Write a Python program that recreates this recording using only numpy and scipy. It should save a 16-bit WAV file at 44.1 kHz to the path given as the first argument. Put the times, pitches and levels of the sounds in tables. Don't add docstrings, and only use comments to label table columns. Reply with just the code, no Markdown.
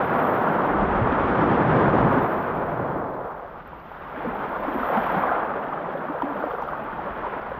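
import sys
import numpy as np
from scipy import signal
from scipy.fft import rfft, irfft, next_fast_len
from scipy.io import wavfile

SR = 44100
rng = np.random.default_rng(int(sys.argv[2]) if len(sys.argv) > 2 else 0)


def inscribe(sig):
    pcm = np.round(np.clip(np.atleast_2d(sig).T, -1, 1) * 32767)
    wavfile.write(sys.argv[1], SR, pcm.astype(np.int16))


N = 334719

# freq_hz, density_db_per_hz
COVER_COLOUR = [(15, -33.5), (30, -8.5), (70, -7), (150, 2), (424, -1.5), (589, 1), (1230, -4.5),
                (1430, -6.5), (2000, -19), (2900, -29.5), (3300, -31.5), (4150, -45.5), (6300, -54.5),
                (8160, -69.5), (9900, -92.5), (22000, -120)]
# start_s, level_db
WIND_GUSTS = [(0.0, -54), (0.53, -47), (0.93, -31.5), (1.52, -44), (2.01, -35.5), (2.45, -46),
              (3.78, -52.5), (5.12, -48), (5.22, -41), (5.26, -47), (6.24, -58.5), (6.42, -50.5),
              (7.5, -49.5), (7.59, -41)]
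# start_s, foam_db, fizz_vs_foam_db, thud_vs_foam_db
WASH_CONTROLS = [(0.0, -22.5, -19.5, -14.5), (0.27, -19.5, -22, -17), (0.6, -21.5, -22.5, -19.5),
                 (0.95, -22.5, -20, -18), (1.3, -23.5, -17.5, -7), (1.65, -19.5, -19.5, -5.5),
                 (2.15, -21, -22, -3.5), (2.4, -25.5, -21, -15), (2.9, -27.5, -27, -7),
                 (3.2, -30.5, -33, -16), (3.4, -36.5, -24.5, -22), (3.6, -45, -13.5, -13),
                 (3.87, -46, -11, -14), (4.08, -40, -10, -17), (4.27, -29.5, -17, -20),
                 (4.62, -30.5, -18, -26), (4.95, -24, -17.5, -22.5), (5.3, -22.5, -20, -33),
                 (5.6, -29.5, -20.5, -22.5), (6.15, -30.5, -20.5, -22), (6.45, -30, -19, -26),
                 (6.6, -30.5, -21.5, -25), (6.93, -34.5, -14.5, -12.5), (7.27, -33, -15, -17.5),
                 (7.59, -36, -13.5, -12)]
# start_s, level_db
AIR_POCKETS = [(0.0, -32), (0.25, -29), (1.1, -26.5), (1.7, -22.5), (2.16, -25.5), (2.42, -33),
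               (3.05, -33.5), (3.36, -52.5), (4.08, -49.5), (4.27, -36.5), (4.8, -39.5), (5.15, -33),
               (5.4, -39), (5.9, -38), (6.3, -40.5), (6.52, -45), (7.08, -41), (7.44, -43), (7.59, -43)]
# start_s, level_db
HISS_LEVEL = [(0.0, -66.5), (0.38, -63.5), (0.71, -68), (1.7, -62), (2.05, -63), (2.43, -69), (2.85, -72),
              (3.59, -78), (4.2, -72), (4.68, -68), (4.91, -64), (5.12, -65), (5.5, -74), (6.15, -73),
              (6.5, -68), (6.85, -73.5), (7.59, -75)]
# start_s, scale_0_to_1
BUBBLE_SHARE = [(0, 0.34), (1.2, 0.35), (2.2, 0), (3.2, 0.08), (4.2, 0.62), (5.2, 0.39), (6.2, 0.96),
                (7.59, 0.04)]
# freq_hz, density_db_per_hz
FAR_COLOUR = [(15, -24), (30, -10), (70, -9.5), (105, -22), (160, 0.5), (300, -20), (600, -12),
              (1250, -11.5), (2400, -39), (3300, -41), (4150, -46), (6500, -59), (9900, -95), (22000, -125)]
# start_s, level_db
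SPRAY_LEVEL = [(0.0, -64), (0.27, -57.5), (0.4, -63), (0.74, -69), (0.85, -103), (1.5, -105), (2.12, -66.5),
               (2.33, -62), (2.5, -68), (3.3, -76), (3.65, -79), (4.15, -72.5), (4.28, -71), (4.66, -66.5),
               (4.9, -59.5), (5.15, -60), (5.4, -69.5), (5.77, -75), (6.19, -72.5), (6.55, -68.5),
               (6.85, -74), (7.59, -75)]
# freq_hz, density_db_per_hz
SPRAY_SPECTRUM = [(5880, -86), (10000, -59.5), (10300, -43.5), (11100, -18.5), (12000, 1), (13200, 0),
                  (15600, -13)]
# start_s, level_db (before the band-pass)
SPRAY_DROPS = [(0.2049, -52), (0.2548, -43), (2.3521, -48), (2.4054, -49), (2.5526, -48.5), (3.6745, -46),
               (4.2832, -44), (4.35, -45), (4.4927, -49), (5.025, -46), (5.1193, -33), (5.1567, -47),
               (5.2345, -55), (5.2689, -51), (5.9484, -58), (6.2208, -40), (6.3026, -46), (6.3964, -44),
               (6.5046, -45), (6.54, -52), (6.6777, -49), (6.8389, -48), (7.1387, -49)]
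# peak_s, peak_db, pitch_hz
SINGLE_BUBBLES = [(0.252, -16, 1141), (0.826, -17.5, 199), (1.024, -16.5, 115), (2.171, -14.5, 252),
                  (3.061, -29, 254), (4.163, -30, 1590), (4.18, -30, 276), (4.192, -36, 875),
                  (4.288, -31, 970), (4.25, -22.5, 473), (4.278, -23.5, 228), (4.36, -23, 825),
                  (4.53, -24, 900), (4.564, -21, 1120), (4.686, -20.5, 291), (4.751, -23.5, 357),
                  (4.76, -22.5, 260), (4.81, -25, 246), (4.832, -17, 1290), (4.903, -19, 523),
                  (4.951, -17, 880), (4.977, -17.5, 217), (4.979, -16, 740), (5.011, -25, 770),
                  (5.174, -18.5, 181), (5.237, -15.5, 1080), (5.24, -22, 738), (5.316, -17.5, 1264),
                  (5.32, -14, 700), (5.35, -28, 474), (5.354, -19.5, 1360), (5.728, -23, 1160),
                  (5.954, -24.5, 570), (6.103, -23, 292), (6.235, -21.5, 318), (6.3, -24, 940),
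                  (6.539, -24, 467), (6.625, -18.5, 875), (6.689, -22, 1220), (6.888, -26.5, 1180),
                  (6.933, -28, 1360), (6.96, -26.5, 904), (6.994, -23, 814), (7.072, -24, 547),
                  (7.086, -27, 1170), (7.245, -23.5, 940), (7.341, -25, 477), (7.361, -30, 978),
                  (7.429, -30, 1370), (7.519, -22, 534)]
# start_s, ring_db, pitch_hz
PEBBLE_KNOCKS = [(3.14, -55, 3900), (3.41, -65, 4600), (3.8, -60, 4500), (4.1, -50, 2600),
                 (6.2215, -37.5, 3160), (6.221, -53, 4900), (6.621, -55, 5700), (7.247, -62, 5200),
                 (7.253, -54, 3000), (7.418, -60, 4800), (7.47, -60, 4200)]
# peak_s, peak_db, pitch_hz
STONE_SLAPS = [(3.732, -27.5, 914), (3.917, -26, 914), (6.2218, -12, 900), (6.431, -26, 800),
               (6.4402, -13.5, 580), (6.472, -24, 710), (6.7337, -18.5, 1050)]
# start_s, length_s, pitch_hz, start_db, end_db
GURGLE_EVENTS = [(6.233, 0.1, 270, -24, -28.5), (6.401, 0.08, 284, -31, -29)]

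WIND_TOP_HZ, THUD_TOP_HZ, POCKET_TOP_HZ = 73, 162, 414
COARSE_TOP_HZ, FOAM_TOP_HZ, FIZZ_TOP_HZ, HISS_TOP_HZ = 900, 1943, 3900, 11000
MEAN_FOAM_DB, FAR_DB = -28, -48
PATCHY_DB, PATCHY_HZ = 0.74, 10.0
SHARED_DB, SHARED_HZ = 0.77, 25.0
CUTOFF_HZ = 15760


def from_db(db):
    return 10 ** (np.asarray(db) / 20)


def rms_one(x):
    return x / np.sqrt(np.mean(x ** 2) + 1e-20)


def in_time(rows):
    time_s, *columns = np.transpose(rows)
    return [np.interp(np.arange(N) / SR, time_s, column) for column in columns]


def drift(corner_hz):
    pole = np.exp(-80 * np.pi * corner_hz / SR)
    noise = rng.standard_normal(N // 40 + 2002)
    slow = signal.lfilter([1], [1, -2 * pole, pole * pole], noise)[2000:]
    return np.interp(np.arange(N) / 40, np.arange(len(slow)), rms_one(slow))


def coloured(x, spectrum, low_hz, high_hz):
    size = next_fast_len(N)
    hz = np.arange(size // 2 + 1) * SR / size + 1e-3
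    points_hz, points_db = np.array(spectrum).T
    gain = from_db(np.interp(np.log(hz), np.log(points_hz), points_db))
    edges = 1 / np.sqrt((1 + (low_hz / hz) ** 10) * (1 + (hz / high_hz) ** 10))
    return rms_one(irfft(rfft(x, size) * gain * edges, size)[:N])


def random_sizes(spread_db, limit):
    size_db = spread_db * np.minimum(rng.exponential(1, N), limit)
    return from_db(size_db) * rng.choice([-1, 1], N)


def rush(flicker_db, corner_hz):
    return rng.standard_normal(N) * from_db(flicker_db * drift(corner_hz))


def blend(grains, noise, share):
    share = np.clip(share, 0, 1)
    return np.sqrt(share) * grains + np.sqrt(1 - share) * noise


def add(out, start_s, shape):
    i = round(start_s * SR)
    out[i:i + len(shape)] += shape[:N - i]


def wind():
    level_db, = in_time(WIND_GUSTS)
    return from_db(level_db) * coloured(rush(1.7, 6.0), COVER_COLOUR, 8, WIND_TOP_HZ)


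def wash_db(offset_db, foam, bright, weight):
    foam_db, bright_db, weight_db = in_time(WASH_CONTROLS)
    swing_db = foam * (foam_db - MEAN_FOAM_DB)
    return MEAN_FOAM_DB + offset_db + swing_db + bright * bright_db + weight * weight_db


def thud():
    level_db = wash_db(0.1, foam=0.95, bright=0.01, weight=1.05)
    return from_db(level_db) * coloured(rush(1.4, 5.5), COVER_COLOUR, WIND_TOP_HZ, THUD_TOP_HZ)


def bubbles(low_hz, high_hz, per_s, cycles, spread_db, clump_db, count):
    sizes = random_sizes(spread_db, 4)
    born = rng.random(N) < per_s * from_db(clump_db * drift(9.0)) / SR
    pitch_index = rng.integers(0, count, N)
    out = np.zeros(N)
    for k, hz in enumerate(np.geomspace(low_hz, high_hz, count)):
        pole = from_db(-60 * hz / (cycles * SR))
        w = 2 * np.pi * hz / SR
        clicks = sizes * born * (pitch_index == k) * hz + 1e-18
        out += signal.lfilter([0, np.sin(w)], [1, -2 * pole * np.cos(w), pole * pole], clicks)
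    return rms_one(out)


def white_water():
    bubble_share, = in_time(BUBBLE_SHARE)
    pocket_db, = in_time(AIR_POCKETS)
    hiss_db, = in_time(HISS_LEVEL)
    splash_db = SHARED_DB * drift(SHARED_HZ)
    coarse_db = wash_db(-8.5, foam=0.79, bright=-0.1856, weight=0.0044) + 0.4 * splash_db
    fine_db = wash_db(0.84, foam=0.9, bright=0.32, weight=-0.025) + 0.41 * splash_db
    fizz_db = wash_db(0.11, foam=0.97, bright=1, weight=0.0085) + splash_db

    pockets = bubbles(125, 452, per_s=120, cycles=22, spread_db=2.5, clump_db=2.5, count=14)
    foam = bubbles(300, 2442, per_s=1000, cycles=37, spread_db=3.86, clump_db=2.5, count=30)
    fizz = bubbles(1500, 9000, per_s=1800, cycles=40, spread_db=4.5, clump_db=1.5, count=40)
    roar = rush(0.76, 23.0)
    # low_hz, high_hz, level_db, bubbles, largest bubble share
    ranges = [(THUD_TOP_HZ, POCKET_TOP_HZ, pocket_db, pockets, 0.6),
              (POCKET_TOP_HZ, COARSE_TOP_HZ, coarse_db, foam, 0.85),
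              (COARSE_TOP_HZ, FOAM_TOP_HZ, fine_db, foam, 0.75),
              (FOAM_TOP_HZ, FIZZ_TOP_HZ, fizz_db, fizz, 0.4),
              (FIZZ_TOP_HZ, HISS_TOP_HZ, hiss_db + splash_db, fizz, 0.25)]
    out = np.zeros(N)
    for low_hz, high_hz, level_db, grains, share in ranges:
        grain_band = coloured(grains, COVER_COLOUR, low_hz, high_hz)
        roar_band = coloured(roar, COVER_COLOUR, low_hz, high_hz)
        patchy_db = level_db + PATCHY_DB * drift(PATCHY_HZ)
        out += from_db(patchy_db) * blend(grain_band, roar_band, share * bubble_share)
    return out


def far_waves():
    return from_db(FAR_DB) * coloured(rush(0.44, 2.7), FAR_COLOUR, 8, HISS_TOP_HZ)


def spray_hiss():
    level_db, = in_time(SPRAY_LEVEL)
    landed = rng.random(N) < 450 * from_db(3.0 * drift(14.0)) / SR
    drops = random_sizes(3.2, 3.5) * landed
    hiss = blend(rms_one(drops), rush(2.2, 30.0), 0.5)
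    return from_db(level_db) * coloured(hiss, SPRAY_SPECTRUM, 9000, 19000)


def spray_ticks():
    t = np.arange(round(0.008 * SR)) / SR
    out = np.zeros(N)
    for start_s, level_db in SPRAY_DROPS:
        burst = rng.standard_normal(len(t)) * from_db(-60 * t / 0.006)
        add(out, start_s, from_db(level_db) * burst)
    band = signal.butter(8, [11300, 15200], "band", fs=SR, output="sos")
    return signal.sosfilt(band, out + 1e-18)


def single_bubbles(rows, ms_at_800_hz, swell, rise=0.11, fade=0.43):
    out = np.zeros(N)
    for peak_s, peak_db, hz in rows:
        length_s = ms_at_800_hz / 1000 * (800 / hz) ** 0.65
        u = np.arange(round(3 * length_s * SR)) / (length_s * SR) - swell
        swelling = np.cos(np.pi / 2 * u / swell) ** 2
        dying = np.exp(-(np.abs(u) / fade) ** 1.4)
        shape = np.where(u < 0, swelling, dying)
        tone = np.sin(2 * np.pi * np.cumsum(hz * (1 + rise * u)) / SR)
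        add(out, peak_s - swell * length_s, from_db(peak_db) * shape * tone)
    return out


def plops():
    return single_bubbles(SINGLE_BUBBLES, ms_at_800_hz=13.03, swell=0.3456)


def knocks(ring_t60_s=0.016, crack_t60_s=0.008, crack_db=8.0):
    out = np.zeros(N)
    t = np.arange(round(0.03 * SR)) / SR
    for start_s, ring_db, hz in PEBBLE_KNOCKS:
        noise = rng.standard_normal(len(t)) * from_db(-60 * t / crack_t60_s)
        band = signal.butter(2, [0.55 * hz, 0.99 * hz], "band", fs=SR, output="sos")
        crack = from_db(crack_db) * signal.sosfilt(band, noise)
        attack = np.minimum(t / 0.0006, 1)
        ring = from_db(-60 * t / ring_t60_s) * attack * np.sin(2 * np.pi * hz * t)
        add(out, start_s, from_db(ring_db) * (ring + crack))
    cover = signal.butter(8, 6600, fs=SR, output="sos")
    return signal.sosfilt(cover, out + 1e-18)


def slaps():
    return single_bubbles(STONE_SLAPS, ms_at_800_hz=8.6, swell=0.15)


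def gurgles(edge_s=0.011, sag_db=9.5, bend=0.11):
    out = np.zeros(N)
    for start_s, length_s, hz, start_db, end_db in GURGLE_EVENTS:
        t = np.arange(round(length_s * SR)) / SR
        squeeze = np.sin(np.pi * t / length_s) ** 2
        edges = np.clip(np.minimum(t, length_s - t) / edge_s, 0, 1)
        level_db = start_db + (end_db - start_db) * t / length_s - sag_db * squeeze
        tone = np.sqrt(2) * np.sin(2 * np.pi * np.cumsum(hz * (1 + bend * squeeze)) / SR)
        add(out, start_s, from_db(level_db) * edges * tone)
    return out


def scene():
    surf = wind() + thud() + white_water() + far_waves()
    spray = spray_hiss() + spray_ticks()
    return (surf + spray + plops() + knocks() + slaps() + gurgles())[None]


def record(dry):
    opening = np.minimum(np.arange(N) / (0.003 * SR), 1)
    low_pass = signal.ellip(18, 0.5, 75, CUTOFF_HZ, fs=SR, output="sos")
    return signal.sosfilt(low_pass, dry * opening)


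dry = scene()
out = record(dry)
inscribe(out)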